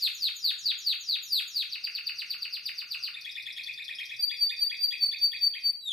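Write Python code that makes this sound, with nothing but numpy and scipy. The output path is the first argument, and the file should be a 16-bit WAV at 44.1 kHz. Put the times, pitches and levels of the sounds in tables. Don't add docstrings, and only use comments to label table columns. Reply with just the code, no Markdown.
import sys
import numpy as np
from scipy import signal
from scipy.fft import rfft, irfft, next_fast_len
from scipy.io import wavfile
from scipy.ndimage import uniform_filter1d

SR = 44100
rng = np.random.default_rng(int(sys.argv[2]) if len(sys.argv) > 2 else 0)


def makeup_ratio(level_db):
    decades = np.asarray(level_db, float) / 20
    return 10 ** decades


def to_wav(s):
    ch = np.atleast_2d(s).T
    pcm = np.round(np.clip(ch, -1, 1) * 32767)
    wavfile.write(sys.argv[1], SR, pcm.astype(np.int16))


N = 261072
LEAD = SR // 2

# time_s, width_s, swell_db
TRAFFIC = [
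    (-.1, 1, 11.5),
    (4.051, 1, 11.5),
    (5.8, 0.28, -23),
]
# freq_hz, level_db
RUMBLE_COLOUR = [(15, -2), (30, 9), (70, 11.5), (110, 0), (200, -44)]
# freq_hz, level_db
MURMUR_COLOUR = [(15, -22.5), (25, -7.5), (150, 1.5), (198, 1.5), (415, -3), (620, -9.5), (712, -9),
                 (831, -24), (1000, -3), (1300, -38), (2200, -120)]
# freq_hz, level_db
HISS_COLOUR = [(800, 9), (2000, 8.5), (6000, 8), (8000, 11.5), (10500, 13), (15000, 10.5)]
# delay_s, left_db, right_db
ECHOES = [(.0011, -2, -15.5), (.0027, -5, 0.5), (.0075, -1, -3.5), (0.013, -14.5, -5.5), (0.026, -7, -6.5),
          (0.045, -17.5, -11.5)]
# freq_hz, decay_s (time to fall 60 dB)
RING_TIMES = [(1000, 0.52), (2500, 0.45), (4500, 0.43), (7000, 0.48), (14000, 0.32)]
# freq_hz, level_db
VOICE_COLOUR = [(700, -18), (1450, -14.5), (2000, -9.5), (2600, 2.5), (3050, -4), (3500, -1.5), (4600, -2),
                (5500, -7), (7000, -12), (8000, -3), (9300, -3), (10500, -3), (13800, 6.5), (15200, -18)]
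# freq_hz, level_db
BREATH_COLOUR = [(3000, -42), (6000, -14.5), (8500, 4.5), (11000, -3), (14000, -16), (16000, -4)]
# multiple, level_db (against the fundamental)
OVERTONES = [(2, -24.5), (3, -28), (4, -51)]
# knee_s (when the pitch plunges), length_s (top to knee), level_db
SLOW_SWEEPS = [(-.14, 0.15, -25.5), (0.074, .12, -27), (.283, .14, -27.5), (.507, .15, -27.5),
               (0.714, .13, -27.5), (.929, .15, -28), (1.157, .158, -28.5), (1.396, .17, -27.5),
               (1.624, .15, -29.5)]
# knee_s, length_s, level_db
FAST_SWEEPS = [(1.753, 0.07, -30), (1.87, 0.066, -31), (1.981, 0.075, -31), (2.092, 0.055, -31.5),
               (2.217, 0.073, -31), (2.337, 0.078, -31), (2.451, 0.069, -32.5), (2.566, 0.076, -31.5),
               (2.688, .063, -30), (2.814, 0.072, -31), (2.944, 0.072, -31.5), (3.074, 0.093, -30.5)]
# way (0 at the top, 1 at the knee), pitch_hz, effort_db
SLOW_SHAPE = [(-.05, 7090, -26.5), (0.023, 6970, -6), (.12, 6500, -16.5), (.428, 5070, -17.5),
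              (.601, 4591, -1.5), (.902, 3670, -7), (0.988, 3176, -10), (1.087, 1324, -12.5),
              (1.108, 1030, -29.5)]
# way, pitch_hz, effort_db
FAST_SHAPE = [(-.07, 6712, -44), (0.028, 6422, -26), (0.45, 5046, -16.5), (0.602, 4620, -1.5),
              (0.784, 3883, -14), (0.918, 3324, -22), (1.038, 2722, -8), (1.159, 1290, -6.5),
              (1.198, 1030, -44)]
# start_s, level_db, head_pitch_hz
CLUCKS = [(3.141, -34, 3550), (3.2457, -29.5, 3350), (3.3537, -30, 3444), (3.458, -29, 3420),
          (3.5646, -29.5, 3320), (3.6648, -31, 3430), (3.776, -29, 3466), (3.8806, -30.5, 3324),
          (3.9852, -28.5, 3214), (4.0941, -30, 3332), (4.2964, -29.5, 3380), (4.4945, -29, 3540),
          (4.698, -31, 3324), (4.9082, -29.5, 3323), (5.1154, -31.5, 3470), (5.3177, -30.5, 3330),
          (5.5362, -30.5, 3173)]
# after_start_s, pitch_share (of the head pitch), effort_db
HEAD_STROKE = [(-.0015, 1.08, -50.5), (.0005, 1.03, -6.5), (.009, .98, -15), (0.012, 1.1, -10.5)]
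# after_start_s, pitch_hz, effort_db
RISE_STROKE = [(.009, 1479, -32.5), (0.012, 1814, -11), (.017, 1891, -9), (.02, 2168, -7.5),
               (.024, 2413, -11), (.032, 2535, -14.5), (0.045, 2435, -40.5)]
# after_start_s, pitch_hz, effort_db
CHIP_STROKE = [(0.041, 3944, -30.5), (0.046, 4117, -1.5), (.048, 3700, 3.5), (0.054, 3400, -12)]
# after_start_s, pitch_hz, effort_db
TICK_STROKE = [(.06, 5896, -35), (.063, 5460, -15), (.074, 5000, 1.5), (.08, 4660, -33)]
# after_start_s, pitch_hz, effort_db
PUFF_STROKE = [(.058, 6040, -30), (.063, 5730, -11), (.072, 5500, 4), (.08, 4780, -0.5)]
# start_s, final_pitch_hz, level_db, swell_db (growth in strength)
WHISTLES = [(4.196, 4625, -25.5, 0.5), (4.391, 4606, -26.5, 2.5), (4.591, 4614, -26, -0.5),
            (4.792, 4632, -25.5, 8.5), (4.998, 4530, -28.5, 9), (5.2, 4585, -27, 6),
            (5.404, 4573, -28.5, 4), (5.633, 4564, -31.5, -1.5)]
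# time_s, pitch_hz, level_db
GLIDE = [(5.785, 4140, -72), (5.809, 4035, -57.5), (5.851, 3827, -43.5), (5.882, 3640, -38),
         (5.91, 3361, -35.5), (5.93, 3010, -35)]
# freq_hz, under_db (below the loudest sound)
DROP_DEPTH = [(5000, 52), (6500, 43), (8000, 51), (10000, 44.5), (13000, 38.5), (15000, 47)]
# freq_hz, level_db
SIDE_KEPT = [(5500, 1.5), (7000, -10), (7600, -22), (9300, -6.5), (11200, -30.5), (11800, 11.5),
             (15000, -6)]


def unit(x):
    return x / np.sqrt(np.mean(x ** 2) + 1e-20)


def smooth_noise(count, size):
    return unit(uniform_filter1d(rng.standard_normal(count), size=size))


def filtered(x, points):
    m = next_fast_len(x.shape[-1] + 8192)
    hz, db = np.transpose(points)
    log_hz = np.log(np.fft.rfftfreq(m, 1 / SR) + 1)
    gain = makeup_ratio(np.interp(log_hz, np.log(hz), db))
    return irfft(rfft(x, m) * gain, m)[..., :x.shape[-1]]


def background():
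    t = np.arange(N) / SR
    swell_db = sum(db * np.exp(-((t - s) / width) ** 2) for s, width, db in TRAFFIC)
    noise = rng.standard_normal((2, 2, N)) + 0.48 * rng.standard_normal((2, 1, N))
    rumble = makeup_ratio(-90 + swell_db) * unit(filtered(noise[0], RUMBLE_COLOUR))
    murmur_db = -75 + 0.1 * swell_db
    murmur = makeup_ratio(murmur_db) * unit(filtered(noise[1], MURMUR_COLOUR)) * makeup_ratio([[-1], [1]])
    hiss_noise = rng.standard_normal((2, N)) + 1.3 * rng.standard_normal(N)
    hiss = makeup_ratio(-69) * unit(filtered(hiss_noise, [(300, -44.0)] + HISS_COLOUR + [(16000, -54)]))
    hum = makeup_ratio(-81.5 + 4.2 * smooth_noise(N, 3000)) * np.sin(2 * np.pi * 120 * t)
    return rumble + murmur + hiss + hum * makeup_ratio([[-3], [2]])


def room_tail():
    hz, t, z = signal.stft(rng.standard_normal((2, SR // 2)), SR, nperseg=256)
    decay_s = np.interp(hz, *np.transpose(RING_TIMES))[:, None]
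    a, b = signal.istft(z * makeup_ratio(-60 * t / decay_s), SR, nperseg=256)[1]
    turn = np.arccos(0.5) / 2
    common, apart = np.cos(turn) * a, np.sin(turn) * b
    tail = np.array([common + apart, common - apart])
    tail *= 1 - np.exp(-np.arange(len(a)) / SR / 0.0039)
    return makeup_ratio(2.0) * tail / np.linalg.norm(tail[0])


def room():
    tail = room_tail()
    echoes = np.zeros_like(tail)
    t = np.arange(300) / SR
    for delay_s, left_db, right_db in ECHOES:
        scatter = rng.standard_normal(300) * makeup_ratio(-60 * t / (0.0016 + 0.1 * delay_s))
        scatter /= np.linalg.norm(scatter)
        echoes[:, round(delay_s * SR):][:, :300] += np.outer(makeup_ratio([left_db, right_db]), scatter)
    answer = tail + filtered(echoes, [(1500, -6.5), (2600, 0), (4000, -0.5), (15000, 4.5)])
    answer[:, 0] += 1
    return answer


def stroke(song, times, pitch_hz, level_db, flutter=.003, bright_db=4.64, even_db=-5):
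    k = np.arange(round(times[0] * SR), min(round(times[-1] * SR), N))
    shake = smooth_noise(SR // 4, 60)[:len(k)]
    hz = np.exp(np.interp(k / SR, times, np.log(pitch_hz))) * (1 + flutter * shake)
    phase = 2 * np.pi * np.cumsum(hz) / SR
    overtones = 0
    for n, db in OVERTONES:
        strength = makeup_ratio(db + bright_db + even_db * (n == 2))
        overtones = overtones + strength * np.sin(n * phase) * (n * hz < SR / 2.5)
    ripple_db = smooth_noise(SR // 4, 180)[:len(k)] * min(800 * flutter, 3)
    effort = makeup_ratio(np.interp(k / SR, times, level_db) + ripple_db)
    song[0, k + LEAD] += np.sqrt(2) * effort * (np.sin(phase) + overtones)
    song[1, k + LEAD] += effort * np.sqrt(flutter)


def sweeps(song, rows, shape, flutter):
    way, hz, effort_db = np.transpose(shape)
    for knee_s, length_s, db in rows:
        beak_db = rng.normal(0.98, 3.9)
        stroke(song, knee_s + (way - 1) * length_s, hz, db + effort_db, flutter=flutter, bright_db=beak_db)


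def clucks(song):
    t = np.arange(200) / SR
    for s, level_db, head_hz in CLUCKS:
        before_whistles = s + .12 < WHISTLES[0][0]
        last, last_db = (TICK_STROKE, -11) if before_whistles else (PUFF_STROKE, -22)
        uneven_db = 0.15 * rng.standard_normal(4) * [0, 0, 1, 1]
        levels_db = level_db + np.array([0.5, 0, -16.5, last_db]) + uneven_db
        head = np.multiply(HEAD_STROKE, [1, head_hz, 1])
        shapes, flutters = (head, RISE_STROKE, CHIP_STROKE, last), (0.0047, 0.012, 0.03, .08)
        for shape, db, flutter in zip(shapes, levels_db, flutters):
            after, hz, effort_db = np.transpose(shape)
            stroke(song, s + after, hz, db + effort_db, flutter=flutter, bright_db=-1.5, even_db=4.5)
        snap = np.diff(rng.standard_normal(len(t) + 1)) * makeup_ratio(levels_db[3] - 18.5 - 60 * t / .004)
        song[0, LEAD + round((s + .072) * SR):][:len(t)] += snap


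def whistles(song):
    way = np.array([-.15, .05, .2, .5, .85, 1])
    sag = np.array([-.5, 0, .45, .8, 1, 1])
    shape_db = np.array([-21.5, -6.5, -2.5, 0.5, -5.5, -56])
    for s, last_hz, db, swell_db in WHISTLES:
        length_s = .064 + 0.013 * (s - WHISTLES[0][0])
        times = s + way * length_s
        level_db = db + shape_db + swell_db * (2 * way - 1)
        pitch_hz = last_hz + (1 - sag) * 60
        stroke(song, times, pitch_hz, level_db, flutter=.001, bright_db=-2.0, even_db=-1.0)
        stroke(song, times, pitch_hz + 24, level_db - 10.5, flutter=.001, bright_db=-32)


def new_glide(song):
    stroke(song, *np.transpose(GLIDE), flutter=.001, bright_db=4, even_db=6)


def canary():
    song = np.zeros((2, LEAD + N))
    sweeps(song, SLOW_SWEEPS, SLOW_SHAPE, flutter=0.0024)
    sweeps(song, FAST_SWEEPS, FAST_SHAPE, flutter=0.0047)
    clucks(song)
    whistles(song)
    new_glide(song)
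    breath = song[1] * unit(filtered(rng.standard_normal(LEAD + N), BREATH_COLOUR))
    return filtered(song[0] + makeup_ratio(-16.5) * breath, VOICE_COLOUR)


def scene():
    answer = room()
    heard = signal.fftconvolve(canary()[None], answer, axes=1)[:, LEAD:LEAD + N]
    return heard * makeup_ratio([[.7], [-.7]]) + background()


def without_hidden_treble(x):
    hz, t, z = signal.stft(x, SR, nperseg=1152)
    power = np.mean(np.abs(z[:, 1:]) ** 2, 0)
    bands = power.reshape(-1, 16, len(t)).sum(1)
    centre = hz[1:].reshape(-1, 16).mean(1)
    drop_hz, under_db = np.transpose(DROP_DEPTH)
    total = np.sqrt(power.sum(0))
    limit = np.maximum(total * makeup_ratio(-np.interp(centre, drop_hz, under_db))[:, None], makeup_ratio(-82.0))
    above_khz = np.subtract.outer(centre, centre) / 1000
    high_tone = np.clip(centre / 1000 - 5.2, 0, 3)
    reach = np.where(above_khz > .55, makeup_ratio(-2 * (30 + 2.6 * above_khz - 6.5 * high_tone)), 0)
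    limit = np.maximum(limit, np.sqrt(reach @ bands))
    waver_db = 6.3 * unit(uniform_filter1d(rng.standard_normal(bands.shape), size=4, axis=1))
    keep = (np.sqrt(bands) > limit * makeup_ratio(waver_db)) | (centre < drop_hz[0])[:, None]
    z[:, 1:] *= np.repeat(np.where(keep, 1, makeup_ratio(-40)), 16, 0)
    return signal.istft(z, SR, nperseg=1152)[1][:, :N]


def band_limit(x):
    return signal.sosfilt(signal.butter(12, 15440, fs=SR, output="sos"), x)


def record(dry):
    left, right = without_hidden_treble(dry)
    mid = (left + right) / 2
    side = filtered((left - right) / 2, SIDE_KEPT)
    return band_limit(np.array([mid + side, mid - side]))


dry = scene()
out = record(dry)
to_wav(out)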